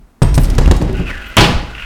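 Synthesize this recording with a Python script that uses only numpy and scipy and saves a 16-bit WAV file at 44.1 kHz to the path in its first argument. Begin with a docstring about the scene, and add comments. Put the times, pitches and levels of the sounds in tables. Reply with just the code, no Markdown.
"""A kick scooter rolls past close by over the plank floor of a barn: its wheels drone, crunch over
grit and thump on the seams, loose planks sound hollow notes and its metal parts chink.
The rider hops, the bearings whirr freely in the air, and the wheels slam down on a hollow wooden
ramp, roll over it and take off again. The barn rings on; the loudest blows overload the microphone."""
import sys
import numpy as np
from scipy import signal
from scipy.fft import rfft, irfft, next_fast_len
from scipy.io import wavfile
from scipy.ndimage import map_coordinates

SR = 44100
rng = np.random.default_rng(int(sys.argv[2]) if len(sys.argv) > 2 else 0)


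def wav_record(signal):
    """Record a signal, one row per channel, as 16-bit PCM in the file named by sys.argv[1]."""
    frames = np.transpose(np.atleast_2d(signal))
    bounded = np.clip(frames, -1, 1)
    # unit amplitude maps onto the largest positive 16-bit level
    quanta = np.round(bounded * 32767).astype(np.int16)
    wavfile.write(sys.argv[1], SR, quanta)


N = 81585
BLOW_SAMPLES = 32768
# bright click of a hard contact (frequency [Hz], level [dB])
CLICK_SPECTRUM = [(800, -3), (3000, 0.5), (5300, 5.5), (7000, 1), (8500, 0), (12000, -5), (17000, -18)]


def amp(db):
    """Decibels as a gain."""
    return 10 ** (np.asarray(db) / 20)


def unit(x):
    """x at rms 1."""
    return x / np.sqrt(np.mean(x ** 2) + 1e-20)


def along(points, hz):
    """A breakpoint curve read at hz, on a log frequency axis."""
    freqs, values = np.transpose(points)
    return np.interp(np.log(hz + 1), np.log(freqs + 1), values)


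def curves(rows):
    """One value per sample for each column after the time."""
    times, *columns = np.transpose(rows)
    return [np.interp(np.arange(N) / SR, times, column) for column in columns]


def at(s, x):
    """The short sound x, starting at s seconds."""
    return np.pad(x, (round(s * SR), N))[:N]


def decay(t, t60, attack_s):
    """Quick rise, exponential fall."""
    return np.exp(-np.log(1000) * t / t60) * (1 - np.exp(-t / attack_s))


def wobble(rate):
    """A smooth random curve with rate knots a second."""
    return map_coordinates(rng.standard_normal(2048), [np.arange(N) * rate / SR], mode="wrap")


def grains(per_s, spread_db):
    """Tiny random impacts of uneven size."""
    hits = rng.random(N) < per_s / SR
    return hits * rng.choice([-1, 1], N) * amp(spread_db * rng.standard_normal(N))


def filtered(x, response):
    """x through a frequency response."""
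    size = next_fast_len(N + SR // 2)
    return irfft(rfft(x, size) * response(np.fft.rfftfreq(size, 1 / SR)), size)[:N]


def coloured(x, spectrum):
    """x shaped by a spectrum, at rms 1."""
    return unit(filtered(x, lambda hz: amp(along(spectrum, hz))))


def noise(spectrum):
    """Coloured noise of rms 1."""
    return coloured(rng.standard_normal(N), spectrum)


def resonate(x, modes):
    """x through parallel resonances of alternating polarity."""
    def response(f):
        return sum((-1) ** k * amp(db) * 1j * f * width / (hz * hz - f * f + 1j * f * width)
                   for k, (hz, width, db) in enumerate(modes))
    return filtered(x, response)


def rough_tone(hz, width_hz):
    """A noisy tone of rms 1 that follows the pitch hz."""
    phase = 2 * np.pi * np.cumsum(hz) / SR
    return unit(wobble(width_hz) * np.cos(phase) + wobble(width_hz) * np.sin(phase))


def ring(s, modes, scatter_db, attack_s):
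    """Modes struck at s seconds, in a slightly different balance at every blow."""
    t = np.arange(BLOW_SAMPLES) / SR
    out = np.zeros(BLOW_SAMPLES)
    for hz, db, t60 in modes:
        gain = amp(db + scatter_db * rng.standard_normal())
        out += gain * np.sin(2 * np.pi * hz * t) * decay(t, t60, attack_s)
    return at(s, out)


def burst(s, spectrum, t60, attack_s):
    """A coloured noise burst struck at s seconds."""
    hz = np.fft.rfftfreq(BLOW_SAMPLES, 1 / SR)
    white = rng.standard_normal(BLOW_SAMPLES)
    shaped = unit(irfft(rfft(white) * amp(along(spectrum, hz))))
    return at(s, shaped * decay(np.arange(BLOW_SAMPLES) / SR, t60, attack_s))


def in_barn(x, wet_db, build_s):
    """x with the barn's reverb, which builds up and then lingers longest in the bass."""
    # reverb time (frequency [Hz], t60 [s])
    reverb_times = [(60, 1), (250, 0.44), (800, 0.66), (2500, 0.55), (5000, 0.55), (9000, 0.46),
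                    (16000, 0.42)]
    hz, t, bands = signal.stft(rng.standard_normal(SR), SR, nperseg=256)
    envelopes = decay(t, along(reverb_times, hz)[:, None], build_s)
    _, tail = signal.istft(bands * envelopes, SR, nperseg=256)
    return x + amp(wet_db) * signal.fftconvolve(x, tail / np.linalg.norm(tail))[:N]


def room_tone():
    """A faint, steady bed of low air noise."""
    # air in the barn (frequency [Hz], level [dB])
    air_spectrum = [(25, -4.5), (100, -33), (180, -20), (245, -8.5), (320, -25), (1100, -29.5), (3000, -43),
                    (8000, -46), (17000, -51)]
    return amp(-48.5) * noise(air_spectrum)


def squeaks():
    """A wheel briefly sticks and slips with a very high whistle."""
    # thin squeaks (time [s], length [s], pitch [Hz], level [dB])
    slips = [(.395, .035, 14100, -38), (.43, 0.017, 11200, -33), (1.257, .06, 13600, -50)]
    out = np.zeros(N)
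    for s, length, hz, db in slips:
        swell = at(s, np.hanning(round(length * SR)))
        out += amp(db) * swell * rough_tone(np.full(N, hz), width_hz=380)
    return in_barn(out, wet_db=-14, build_s=0.005)


def planks():
    """Each loose plank swells into a short hollow note with one overtone."""
    # wheels crossing loose planks (time [s], pitch [Hz], level [dB])
    notes = [(.806, 302.5, -14.5), (.812, 193.6, -16), (.832, 495, -18.5), (.85, 340, -14.5),
             (.89, 381.3, -15.5), (.912, 386, -16.5), (.975, 374, -19), (.99, 167.2, -15.5),
             (1.006, 448.4, -26), (1.05, 282, -20.5), (1.084, 169, -22)]
    t60, overtone_ratio, overtone_db = 0.18, 1.6, -5.5
    out = np.zeros(N)
    for s, hz, db in notes:
        modes = [(hz, db, t60), (hz * overtone_ratio, db + overtone_db, t60 / 2)]
        out += ring(s, modes, scatter_db=3.5, attack_s=0.011)
    return out


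def chinks():
    """The scooter's loose metal clicks, rings high and briefly scrapes."""
    # parts knocking together (time [s], click level [dB], relative ring level [dB])
    hits = [(0.228, -23.5, -19.5), (0.3426, -19.5, -26), (.351, -19.5, -19), (0.432, -25, -38),
            (0.443, -23, -37), (0.453, -26, -42), (0.5, -22.5, -46), (0.55, -28.5, -50),
            (0.765, -24.5, -41), (.822, -31, -38), (0.926, -35.5, -58), (0.968, -38, -55)]
    # struck metal (frequency [Hz], level [dB], t60 [s])
    metal_modes = [(5400, -5, 0.04), (8215, 3, 0.05), (8400, 1, 0.07), (8800, -3, 0.05), (10500, -9, .04)]
    # metal rubbing on metal (time [s], level [dB])
    rub_levels = [(.34, -80), (.36, -36), (.39, -49), (.403, -35), (.425, -39.5), (.437, -27.5),
                  (.452, -59), (.48, -57), (.52, -85)]
    # rubbed metal (frequency [Hz], width [Hz], level [dB])
    rub_modes = [(8370, 120, 4.5), (10230, 170, 2), (11900, 380, -2), (13150, 210, -2), (14000, 190, -1),
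                 (16800, 500, -7)]
    clicks = sum(amp(db) * burst(s, CLICK_SPECTRUM, t60=0.034, attack_s=0.00067) for s, db, _ in hits)
    jingle = sum(amp(db) * ring(s, metal_modes, scatter_db=0.5, attack_s=0.0012) for s, _, db in hits)
    rub_db, = curves(rub_levels)
    rub_gain = amp(rub_db + 1.7 * wobble(151.5))
    rub = rub_gain * unit(resonate(grains(per_s=4900, spread_db=-2.5), rub_modes))
    flicker = amp(2 * wobble(190))
    return in_barn(clicks + flicker * jingle / 2 + rub, wet_db=-9, build_s=0.004)


def bearings():
    """In the air the unloaded balls ring the wheel hubs, with a sinking rattle and short rasps."""
    # free-spinning wheels (time [s], hub level [dB], rattle level [dB])
    spin_levels = [(0, -94, -90), (.85, -78, -69), (.96, -34, -46), (1.05, -41, -39.5), (1.09, -27.5, -30),
                   (1.112, -29.5, -26), (1.14, -37, -36), (1.2, -34.5, -32.5), (1.27, -34, -57),
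                   (1.36, -37, -43), (1.45, -53, -70), (1.72, -39.5, -70), (1.78, -34, -73),
                   (1.85, -36, -68)]
    # falling rattle (time [s], pitch [Hz])
    rattle_pitch = [(.95, 2665), (1.08, 2612), (1.112, 1950), (1.15, 1744), (1.2, 1553), (1.4, 1484)]
    # ringing hubs (frequency [Hz], width [Hz], level [dB])
    hub_modes = [(1457, 100, 6.5), (2056, 89, 1), (2580, 230, 0.5), (2960, 136, -1.5), (3210, 93, -4),
                 (5500, 10500, -26.5)]
    # bearings catching for a moment (time [s], level [dB])
    catches = [(.658, -22.5), (1.242, -33), (1.749, -27), (1.781, -24), (1.795, -24), (1.822, -21.5),
               (1.833, -28)]
    # rasp of a catch (frequency [Hz], level [dB])
    rasp_spectrum = [(700, -19), (1550, -1.5), (2200, 0.5), (2800, 5), (3300, -9), (4200, -21),
                     (12000, -40)]
    hub_db, rattle_db = curves(spin_levels)
    rattle_hz, = curves(rattle_pitch)
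    hubs = unit(resonate(grains(per_s=2600, spread_db=0.5), hub_modes))
    whirr = amp(hub_db) * hubs + amp(rattle_db) * rough_tone(rattle_hz, width_hz=420)
    rasps = sum(amp(db) * burst(s, rasp_spectrum, t60=0.073, attack_s=0.00066) for s, db in catches)
    flutter = amp(1.96 * wobble(90))
    return in_barn(flutter * whirr + rasps, wet_db=-12, build_s=0.0072)


def rolling():
    """The planks shudder under the load while the wheels drone and crunch over grit."""
    # rolling contact (time [s], shudder level [dB], drone level [dB], grit level [dB])
    roll_levels = [(0, -35, -47, -65), (.1, -60, -57, -70), (.21, -54, -62, -73), (.235, -13.5, -23, -32.5),
                   (.32, -10, -25.5, -41), (.52, -13.5, -18, -33), (.61, -3, -21.5, -35.5),
                   (.68, -3.5, -21, -35), (.745, -5.5, -20.5, -30.5), (.8, -23, -18, -42.5),
                   (.92, -15, -17.5, -36.5), (1.01, -24, -21, -36.5), (1.1, -18.5, -31, -34),
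                   (1.22, -29, -51, -44.5), (1.36, -35, -55, -41), (1.5, -24, -16, -45),
                   (1.57, -10.5, -21, -40.5), (1.65, -31, -30, -36), (1.76, -28.5, -42, -43.5),
                   (1.85, -31.5, -69, -48)]
    # deep floor shudder (frequency [Hz], level [dB])
    shudder_spectrum = [(10, -8), (24, -8.5), (36, -0.5), (55, -4.5), (80, -15), (130, -36), (300, -44),
                        (700, -84)]
    # wheel drone (frequency [Hz], level [dB])
    drone_spectrum = [(35, -29), (65, 11.5), (110, 2.5), (160, 2), (220, -1), (380, -8.5), (520, -14),
                      (850, -19.5), (1400, -78), (4000, -72)]
    # crunch of grit (frequency [Hz], level [dB])
    grit_spectrum = [(200, 17), (700, 8), (1500, 8), (3000, 3), (4500, -5), (8000, -13.5), (12000, -22),
                     (17000, -41)]
    shudder_db, drone_db, grit_db = curves(roll_levels)
    grit_gain = amp(grit_db + 4.2 * wobble(60))
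    grit = grit_gain * coloured(grains(per_s=1400, spread_db=3.5), grit_spectrum)
    shudder = amp(shudder_db) * noise(shudder_spectrum)
    drone = amp(drone_db) * noise(drone_spectrum)
    return shudder + drone + in_barn(grit, wet_db=-2.5, build_s=0.0093)


def seams():
    """At each seam the floor booms, a plank thumps and knocks, and the hard wheel cracks."""
    # wheels striking seams (time [s], boom [dB], relative thump [dB], knock [dB], crack [dB])
    hits = [(0.219, 0.5, -3.5, -2.5, -7.5), (.291, -15.5, -17, -32, -44), (.378, -1, 0, -7.5, -10),
            (.582, -4, -9.5, -5, -8), (.611, -11, -22, -15.5, -26), (.658, -14, -13.5, -19, -22.5),
            (.676, -17, -2, -12, -20.5), (0.7115, -8.5, -5, -3.5, -7.5), (0.814, -14.5, -19, -13, -26),
            (0.996, -16, -20, -19.5, -33)]
    # the whole floor (frequency [Hz], level [dB], t60 [s])
    floor_modes = [(33.4, -6, 0.66), (56.2, -14, 0.29), (121.6, -11.5, 0.17), (142.2, -6.5, 0.282),
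                   (262, -9.5, 0.095), (315, -10.5, 0.1)]
    # the struck plank (frequency [Hz], level [dB], t60 [s])
    plank_modes = [(87.2, 3.5, 0.18), (124.4, 2.5, 0.22), (151.4, -1.5, 0.16), (185, -6, 0.071)]
    # woody knock (frequency [Hz], level [dB])
    knock_spectrum = [(40, -2), (150, 5), (350, -1.5), (600, -6), (1000, -12), (1800, -21.5), (3500, -28),
                      (9000, -53)]
    # crack of the wheel (frequency [Hz], level [dB])
    crack_spectrum = [(200, -2.5), (1000, 8.5), (2800, 0), (5000, 0.5), (8000, -5), (13000, -15.5),
                      (17000, -31)]
    out = np.zeros(N)
    for s, boom_db, thump_db, knock_db, crack_db in hits:
        boom = amp(boom_db) * ring(s, floor_modes, scatter_db=2, attack_s=0.0012)
        thump = amp(thump_db) * ring(s, plank_modes, scatter_db=2, attack_s=0.0012) / 2
        knock = amp(knock_db) * burst(s, knock_spectrum, t60=0.099, attack_s=0.00015)
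        crack = amp(crack_db) * burst(s, crack_spectrum, t60=0.031, attack_s=0.00049)
        out += boom + thump + in_barn(knock + crack, wet_db=-10, build_s=0.012)
    return out


def landing():
    """Wheels and deck slam down in quick succession; the hollow ramp booms and the barn answers."""
    # blows on the ramp (time [s], slam level [dB], slap level [dB], relative boom level [dB])
    blows = [(1.368, -1, -37, -10.5), (1.380, -0.5, -13.5, -4), (1.406, -6, -5.5, -2),
             (1.441, -10, -16, -16)]
    # heavy slam (frequency [Hz], level [dB])
    slam_spectrum = [(40, 7.5), (130, 9), (400, 1), (600, 3.5), (950, 3), (1600, -4.5), (3100, 1),
                     (4200, -12.5), (6500, -18.5), (10000, -25), (17000, -39)]
    # bright slap (frequency [Hz], level [dB])
    slap_spectrum = [(500, -33), (1500, 3.5), (2800, -3), (4400, 4.5), (6000, -8.5), (9000, -18.5),
                     (12000, -26), (17000, -30)]
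    # hollow ramp (frequency [Hz], level [dB], t60 [s])
    ramp_modes = [(50, 3.5, 0.3), (135.4, 3, 0.38), (164.4, -4, 0.51), (249.7, -7.5, 0.37), (325, -5, 0.29),
                  (383.7, -3, 0.23), (494, -11.5, 0.41), (676, -14, 0.7), (821, -13.5, 0.58),
                  (846, -14, 0.61), (994, -15, 0.6), (1233, -19, .5)]
    touchdown_s = blows[0][0]
    impacts = amp(-4) * burst(touchdown_s, CLICK_SPECTRUM, t60=0.016, attack_s=0.000085)
    boom = np.zeros(N)
    for s, slam_db, slap_db, boom_db in blows:
        slam = amp(slam_db) * burst(s, slam_spectrum, t60=0.16, attack_s=0.0003)
        slap = amp(slap_db) * burst(s, slap_spectrum, t60=0.12, attack_s=0.00056)
        impacts += in_barn(slam + slap, wet_db=-7, build_s=0.015)
        boom += amp(boom_db) * ring(s, ramp_modes, scatter_db=4.5, attack_s=0.0023) / 2
    waver = amp(1.34 * wobble(40.23))
    return impacts + waver * boom


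def scene():
    """The scooter's ride and hop over the barn's room tone, in mono."""
    scooter = seams() + planks() + chinks() + squeaks() + rolling() + bearings() + landing()
    return (scooter + room_tone())[None]


def record(dry):
    """The microphone overloads; a high-pass makes its flat tops sag, and the highest treble is cut."""
    hardness, highpass_hz, top_hz = 6, 11, 17969
    x = dry[0]
    clipped = x / (1 + np.abs(x) ** hardness) ** (1 / hardness)
    return filtered(clipped, lambda hz: 1j * hz / (highpass_hz + 1j * hz) * (hz < top_hz))[None]


dry = scene()
out = record(dry)
wav_record(out)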